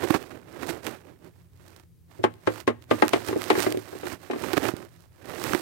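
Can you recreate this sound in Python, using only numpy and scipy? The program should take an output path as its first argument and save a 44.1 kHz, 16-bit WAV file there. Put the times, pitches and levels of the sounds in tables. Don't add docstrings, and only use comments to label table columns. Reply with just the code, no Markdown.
import sys
import numpy as np
from scipy import signal
from scipy.fft import rfft, irfft, next_fast_len
from scipy.io import wavfile
from scipy.ndimage import map_coordinates

SR = 44100
rng = np.random.default_rng(int(sys.argv[2]) if len(sys.argv) > 2 else 0)


def store_pcm(level_fs):
    pcm = np.round(np.clip(level_fs, -1, 1) * 32767).astype(np.int16)
    wavfile.write(sys.argv[1], SR, np.atleast_2d(pcm).T)


N = 247401


def amp(db):
    return 10 ** (np.asarray(db) / 20)


def unit_rms(x):
    return x / np.sqrt(np.mean(x ** 2) + 1e-20)


def unit_onset(x):
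    return x / np.sqrt(np.mean(x[:SR // 50] ** 2) + 1e-20)


def along(points, hz):
    knots_hz, values = np.transpose(points)
    return np.interp(np.log(hz + 1), np.log(knots_hz), values)


def wobble(rate_hz):
    knots = rng.standard_normal(int(N * rate_hz / SR) + 4)
    return map_coordinates(knots, [np.arange(N) * rate_hz / SR])


def filtered(x, response):
    n = x.shape[-1]
    size = next_fast_len(n + 8192)
    return irfft(rfft(x, size) * response(np.fft.rfftfreq(size, 1 / SR)), size)[..., :n]


def coloured(x, points, size=4096):
    cepstrum = irfft(np.log(amp(along(points, np.fft.rfftfreq(size, 1 / SR)))))
    cepstrum[1:size // 2] *= 2
    cepstrum[size // 2 + 1:] = 0
    return signal.fftconvolve(x, irfft(np.exp(rfft(cepstrum))))[:len(x)]


def band(x, low_hz, high_hz):
    return signal.sosfilt(signal.butter(2, [low_hz, high_hz], "band", fs=SR, output="sos"), x)


def dying_noise(t60_points, size):
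    hz, t, spectrum = signal.stft(rng.standard_normal(size), SR, nperseg=128)
    decay = amp(-60 * t / along(t60_points, hz)[:, None])
    return signal.istft(spectrum * decay, SR, nperseg=128)[1][:size]


def add(track, start_s, x):
    i = round(start_s * SR)
    track[i:i + len(x)] += x[:N - i]


def spikes(rate_hz):
    return (rng.random(N) < rate_hz / SR) * rng.choice([-1, 1], N)


def uneven_spikes(rate_hz, spread_db):
    return spikes(rate_hz) * amp(spread_db * np.clip(rng.standard_normal(N), -2, 2))


# centre in Hz, level in dB.
HUM_BANDS = [(86, -62.5), (124, -62), (167, -62.5)]
# frequency in Hz, gain in dB.
AIR_EQ = [(20, -28), (40, -12.5), (60, -3), (100, 5), (160, -15.5), (230, -13.5), (400, -17.5), (700, -31),
          (2000, -35), (6000, -36.5), (16000, -34)]


def room_tone(air_db=-59, half_width_hz=7):
    def hum_response(hz):
        return sum(amp(db) / (1 + ((hz - centre_hz) / half_width_hz) ** 4) for centre_hz, db in HUM_BANDS)

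    air_noise = rng.standard_normal((2, N)) + 0.73 * rng.standard_normal(N)
    hum_noise = rng.standard_normal((2, N)) + 0.87 * rng.standard_normal(N)
    air = np.array([coloured(port, AIR_EQ) for port in air_noise])
    hum_rms = np.sqrt(sum(amp(db) ** 2 for _, db in HUM_BANDS))
    return hum_rms * unit_rms(filtered(hum_noise, hum_response)) + amp(air_db) * unit_rms(air)


# start of hold in seconds, hold in seconds, level in dB,
# attack and release in seconds per 20 dB, brightness in dB (pad below 0, tip above).
FINGER_STROKES = [(0.035, .015, -29, 0.066, .06, -1.5), (0.129, .035, -31.5, 0.25, .04, 0.5),
                  (0.18, 0.048, -41, .05, 0.16, 0), (0.31, 0.062, -45, 0.1, 0.066, -3.5),
                  (0.632, 0.11, -37, 0.22, 0.14, -1.5), (0.694, .01, -28, 0.046, .03, 2.5),
                  (0.866, .01, -32, 0.058, .12, 0), (1.07, 0.033, -51, 0.125, .11, -3),
                  (1.241, 0.036, -50.5, .07, 0.054, -2.5), (1.36, 0.035, -62, 0.11, 0.16, 2),
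                  (1.64, 0.16, -54.5, 0.16, 0.056, 2.5), (2.11, 0.064, -55, 0.032, 0.28, 3),
                  (2.521, .09, -41.5, 0.11, 0.034, 3), (2.823, 0.014, -58, .03, 0.027, 4),
                  (2.921, .28, -38.5, .04, 0.31, 1.5), (3.274, .02, -33, 0.075, 0.084, 4.5),
                  (3.391, 0.28, -36, 0.078, .1, 3), (3.59, 0.037, -27.5, 0.11, 0.15, 4),
                  (3.75, 0.29, -44.5, .1, 0.068, 3), (4.059, 0.083, -35.5, .07, 0.043, 1.5),
                  (4.229, 0.043, -46.5, .06, .1, 3.5), (4.439, 0.14, -33, 0.15, .1, 1),
                  (4.636, 0.047, -27, 0.062, 0.063, 0), (4.74, 0.11, -44, .05, 0.043, -1.5),
                  (4.94, .1, -58, 0.2, 0.072, 4.5), (5.291, .1, -37.5, 0.097, .1, -0.5),
                  (5.439, 0.12, -29.5, 0.18, .12, 2)]


def stroke_gains(drone_db=3, rasp_db=1, fizz_db=-6):
    t = np.arange(0, N, 64) / SR
    start_s, hold_s, db, attack_s, release_s, bright_db = np.transpose(FINGER_STROKES)[:, :, None]
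    rise = np.maximum(start_s - t, 0) / attack_s
    fall = np.maximum(t - start_s - hold_s, 0) / release_s
    level_db = db - 20 * (rise + fall)
    layers_db = level_db + drone_db - bright_db, level_db + rasp_db, level_db + fizz_db + bright_db
    return [amp(np.interp(np.arange(N) / SR, t, layer.max(axis=0))) for layer in layers_db]


# centre in Hz, width in Hz, gain in dB.
CASING_MODES = [(100, 64, -9), (284, 116, -4.5), (368.3, 61.7, 3), (491, 254, -6.5)]


def casing(x):
    def response(hz):
        return sum((-1) ** k * amp(db) * 1j * hz * width / (centre ** 2 - hz ** 2 + 1j * hz * width)
                   for k, (centre, width, db) in enumerate(CASING_MODES))

    return filtered(x, response)


def skin_slips(rate_hz, spread_db, smooth):
    return unit_rms(unit_rms(uneven_spikes(rate_hz, spread_db)) + smooth * rng.standard_normal(N))


# frequency in Hz, gain in dB.
RASP_EQ = [(60, -53), (300, -4.5), (600, 3), (1200, 0.5), (1750, 0), (2600, -4), (4000, -11), (7000, -15.5),
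           (16000, -44)]
FIZZ_EQ = [(500, -57.5), (2000, -9.5), (4000, 7.5), (6500, 3), (9000, 3), (10500, -2.5), (12500, 1.5),
           (16000, -6)]


def finger_rub(judder_db=1.34, clump_db=2, catch_db=15, nudge_db=21):
    drone_gain, rasp_gain, fizz_gain = stroke_gains()
    judder = amp(judder_db * wobble(rate_hz=110))
    clumps = amp(clump_db * wobble(rate_hz=260.3))
    slips = skin_slips(rate_hz=1800, spread_db=4.5, smooth=0.62) * judder
    fine_slips = skin_slips(rate_hz=5000, spread_db=5, smooth=0.6) * judder
    catch_gain = amp(catch_db) * (amp(-41.5) / np.maximum(fizz_gain, amp(-71.5))) ** 0.18
    catches = catch_gain * uneven_spikes(rate_hz=90, spread_db=5)
    nudges = amp(nudge_db) * spikes(rate_hz=30)
    drone = casing(slips + nudges)
    rasp = coloured(slips * clumps + catches / 2, RASP_EQ)
    fizz = coloured(fine_slips + 0.78 * slips * clumps + 2 * catches, FIZZ_EQ)
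    return drone_gain * unit_rms(drone) + rasp_gain * unit_rms(rasp) + fizz_gain * unit_rms(fizz)


# centre in seconds, relative level in dB, half length in seconds.
SKIN_SNAGS = [(0.023, -21.5, 0.00073), (0.038, -26, .005), (0.106, -12, .0034), (0.1425, -11, 0.00021),
              (0.148, -16.5, 0.0058), (0.162, -23, 0.0048), (0.317, -40.5, 0.0064), (0.633, -28.5, 0.0064),
              (0.7, -25.5, 0.0063), (0.871, -26.5, 0.0022), (1.836, -53, 0.0023), (3.596, -20.5, .002),
              (4.056, -25, .00085), (4.439, -24, 0.0016), (4.538, -17, 0.0033), (4.571, -19, 0.0055),
              (4.579, -13, 0.0037), (4.638, -25.5, 0.0031), (4.689, -17.5, 0.0034), (5.535, -16, .0018),
              (5.5488, -7, .00063)]
# frequency in Hz, gain in dB.
SNAG_EQ = [(40, -21), (100, -6), (220, -3.5), (340, 12.5), (500, -6), (1000, -3.5), (1800, -8.5),
           (3200, -16.5), (6000, -25), (10000, -30), (16000, -30.5)]


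def finger_snags(gain_db=1, scatter=0.82, slip_rate_hz=3000, lead_s=0.02):
    track = np.zeros(N)
    t = np.arange(SR // 10) / SR - lead_s
    for centre_s, db, half_s in SKIN_SNAGS:
        slips = (rng.random(len(t)) < slip_rate_hz / SR) * rng.standard_normal(len(t))
        burst = scatter * slips * np.exp(-(t / half_s) ** 2 / 2)
        burst[round(lead_s * SR)] += 2
        snag = coloured(burst, SNAG_EQ)
        snag *= np.sqrt(2 * half_s * SR / np.sum(snag ** 2))
        add(track, centre_s - lead_s, amp(db + gain_db) * snag)
    return track


# start in seconds, relative level in dB.
GRIP_SHIFTS = [(0.105, -12), (0.148, -15.5), (4.738, -19), (5.537, -19.5)]
# frequency in Hz, gain in dB.
JOLT_EQ = [(40, -20), (100, -0.5), (230, 0.5), (360, 1), (700, -23), (1500, -49)]


def grip_jolts(gain_db=39):
    jolts = np.zeros(N)
    for start_s, db in GRIP_SHIFTS:
        add(jolts, start_s, amp([db + gain_db]))
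    return coloured(jolts, JOLT_EQ)


# start in seconds, relative levels of snap and crisp top in dB.
PORT_TICKS = [(0.108, -20.5, -31.5), (0.2275, -34.5, -41), (0.8674, -19, -49.5), (1.7633, -39.5, -56),
              (1.7984, -44, -61), (2.34, -44.5, -55), (2.603, -30.5, -55), (2.824, -41, -62),
              (2.841, -43.5, -67.5), (3.0817, -17.5, -27), (3.0924, -20, -40), (3.248, -33, -38.5),
              (3.286, -23.5, -46), (3.419, -21, -45.5), (3.4407, -23, -46), (3.6036, -13.5, -39),
              (3.6237, -18, -39), (3.631, -18, -42), (3.7242, -18.5, -40.5), (3.7736, -28.5, -38),
              (4.533, -18, -39.5), (4.7668, -32, -57), (5.44, -17, -29.5)]
# frequency in Hz, gain in dB.
SNAP_EQ = [(100, -14.5), (600, -0.5), (1500, 4.5), (3500, 2), (7000, -3.5), (16000, -12.5)]


def finger_ticks(snap_gain_db=20, top_gain_db=18, chatter=0.14, chatter_s=0.0006):
    snaps, tops = np.zeros((2, N))
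    t = np.arange(SR // 100) / SR
    for start_s, snap_db, top_db in PORT_TICKS:
        tick = (t == 0) + chatter * rng.standard_normal(len(t)) * np.exp(-t / chatter_s)
        tick /= np.linalg.norm(tick)
        add(snaps, start_s, amp(snap_db + snap_gain_db) * tick)
        add(tops, start_s, amp(top_db + top_gain_db) * tick)
    return coloured(snaps, SNAP_EQ) + band(tops, 7000, 18000)


# start in seconds, body level in dB, clack and crack in dB over the body,
# settling time in seconds, second foot in dB over the first, pitch the spot favours in Hz.
LANDINGS = [(2.187, -34.5, -20, -37, 0.0093, -8, 374), (2.238, -16, 0.5, -15, .0015, -20, 1060),
            (2.4712, -18.5, -1, -16, .0018, -14, 510), (2.6749, -17, -1, -13.5, 0.0013, -10, 990),
            (2.9097, -16, -2.5, -14.5, 0.0016, -12.5, 1200), (3.022, -14.5, 1.5, -14, 0.00016, -25.5, 325),
            (3.1322, -17.5, -2, -6.5, 0.001, -7.5, 716), (3.283, -29, -4, -16, 0.0053, -0.5, 308.2),
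            (3.326, -26, -6.5, -19.5, 0.0011, -14, 363), (3.359, -22, -16.5, -32, 0.0013, -15, 362),
            (3.502, -15, -1.5, -9, .0002, -12, 690), (3.551, -26, -3, -20, 0.0012, 4, 380),
            (3.6623, -19.5, -7, -20, 0.0014, -10, 341), (3.714, -30, -9.5, -25, 0.0018, -6, 372),
            (3.744, -26.5, -17, -30, 0.00098, 0, 374), (3.925, -37, -9, -24, 0.0017, 0, 377),
            (4.03, -34, -2.5, -16.5, 0.0017, -3, 844), (4.2993, -26, -9, -28.5, .0003, -9.5, 730),
            (4.311, -35.5, 1.5, -4.5, 0.00061, -19, 380), (4.332, -31.5, -2.5, -16, 0.00077, 1.5, 380),
            (5.505, -35, -7, -15, .001, -21, 1200)]


def footfalls(rock_s=0.025, dull_db=-8.5, second_settle_s=0.0018):
    for start_s, db, clack_db, crack_db, settle_s, second_db, spot_hz in LANDINGS:
        yield start_s, db, clack_db, crack_db, settle_s, spot_hz
        yield (start_s + rock_s, db + second_db, clack_db + dull_db, crack_db + dull_db,
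               second_settle_s, spot_hz)


# frequency in Hz, level in dB, t60 in seconds.
PANEL_MODES = [(238.8, -11.5, 0.17), (310, 1, 0.12), (341.3, -0.5, 0.053), (377.5, 4, 0.095),
               (440, 5.5, 0.035), (510, -14.5, 0.16), (543, -13.5, 0.027), (634.5, -7, 0.095),
               (706, -0.5, 0.059), (855.3, 5, 0.1), (1073, -3, 0.083), (1200, -3.5, 0.11),
               (1256, -21, 0.073), (1592, -9.5, 0.087), (1860, -12, 0.11), (2075, -7.5, 0.081),
               (2467, -7, 0.03), (2670, -31, 0.078)]
# frequency in Hz, gain in dB.
WEAK_MODE_EQ = [(170, -10), (320, 5), (1100, 1), (2300, -11), (4000, -33)]
# frequency in Hz, t60 in seconds.
WEAK_MODE_T60 = [(200, 0.085), (1000, 0.12), (3000, 0.11), (6000, 0.12), (12000, 0.1)]


def panel_rings(t, clack_db, spot_hz, spot_db=7.5, spot_octaves=0.16, vary_db=2, weak_db=-3):
    hz, mode_db, t60_s = np.transpose(PANEL_MODES)[:, :, None]
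    signs = (-1) ** np.arange(len(hz))[:, None]
    dull_db = 0.67 * min(clack_db, 0) * np.clip(np.log2(hz / 380), 0, 1)
    lift_db = spot_db * np.exp(-(np.log2(hz / spot_hz) / spot_octaves) ** 2)
    strength, detune, path = rng.standard_normal((3,) + hz.shape)
    envelopes = signs * amp(mode_db + dull_db + lift_db + vary_db * strength - 60 * t / t60_s)
    phase = 2 * np.pi * hz * (1 + 0.0088 * detune) * t
    for lag_rad in 0, 1 + path * hz / 700:
        modes = np.sum(envelopes * np.sin(phase - lag_rad), axis=0)
        weak_modes = coloured(dying_noise(WEAK_MODE_T60, len(t)), WEAK_MODE_EQ)
        yield unit_onset(modes) + amp(weak_db + dull_db.min() / 2) * unit_onset(weak_modes)


def floor_thud(t, swell, settle_s, hz=108, t60_s=0.42, db_per_doubling=4):
    level_db = -14.5 + db_per_doubling * np.log2(settle_s / 0.0019)
    thud = np.sin(2 * np.pi * hz * t) * amp(-60 * t / t60_s) * swell
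    return amp(level_db) * unit_onset(thud)


# frequency in Hz, gain in dB.
CRACK_EQ = [(2000, 0.5), (2800, 1), (4000, -6), (6000, -14), (9000, -18), (16000, -35)]
# frequency in Hz, t60 in seconds.
CONTACT_T60 = [(2500, 0.1), (4500, 0.072), (10000, 0.08)]


def crack_and_scuff(swell, settle_s):
    contact = dying_noise(CONTACT_T60, len(swell)) * swell
    contact[0] -= 5 * (0.00048 / settle_s) ** 0.5
    crack = coloured(band(contact, 2200, 18000), CRACK_EQ)
    scuff = band(dying_noise(CONTACT_T60, len(swell) // 2), 700, 5000)
    return unit_onset(crack), min(settle_s / 0.002, 1) * unit_onset(scuff)


# frequency in Hz, gain in dB.
LEFT_PORT_EQ = [(100, -11.5), (200, 0.5), (320, -3), (520, 1), (14000, 0.5)]
RIGHT_PORT_EQ = [(100, -0.5), (220, 4.5), (400, 0.5), (560, 2), (900, -4), (2100, -1.5), (3000, -5),
                 (6000, -9), (14000, -1.5)]


def figure_knocks(first_wave_s=0.0069, scuff_db=-10, scuff_lead_s=0.0044):
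    left, right = np.zeros((2, N))
    t = np.arange(SR // 4) / SR
    for start_s, db, clack_db, crack_db, settle_s, spot_hz in footfalls():
        first_wave = 1 + 0.84 * np.exp(-np.maximum(t - settle_s, 0) / first_wave_s)
        swell = (1 - np.exp(-(t / settle_s) ** 2)) * first_wave
        thud = floor_thud(t, swell, settle_s)
        for track, ring in zip((left, right), panel_rings(t, clack_db, spot_hz)):
            body = unit_onset(band(ring * swell, 207, 670))
            clack = unit_onset(band(band(ring * swell, 600, 3200), 600, 3200))
            crack, scuff = crack_and_scuff(swell, settle_s)
            add(track, start_s, amp(db) * (thud + body + amp(clack_db) * clack + amp(crack_db) * crack))
            add(track, start_s - scuff_lead_s, amp(db + crack_db + scuff_db) * scuff)
    return coloured(left, LEFT_PORT_EQ), coloured(right, RIGHT_PORT_EQ)


# frequency in Hz, t60 in seconds.
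ROOM_T60 = [(100, 0.98), (400, 0.36), (2000, 0.48), (10000, 0.69)]


def room(x, wet_db=-23):
    tail = dying_noise(ROOM_T60, SR // 2)
    return x + amp(wet_db) * signal.fftconvolve(x, tail / np.linalg.norm(tail))[:N]


def scene(leak_db=-33):
    left, right = figure_knocks()
    finger = finger_rub() + finger_snags() + grip_jolts() + finger_ticks()
    return np.array([room(left) + amp(leak_db) * finger, room(right) + finger]) + room_tone()


def record(dry, low_cut_hz=45, top_hz=16100):
    thinned = signal.sosfilt(signal.butter(2, low_cut_hz, "high", fs=SR, output="sos"), dry)
    rounded = thinned / (1 + thinned ** 6) ** (1 / 6)
    return filtered(rounded, lambda hz: hz < top_hz)


dry = scene()
out = record(dry)
store_pcm(out)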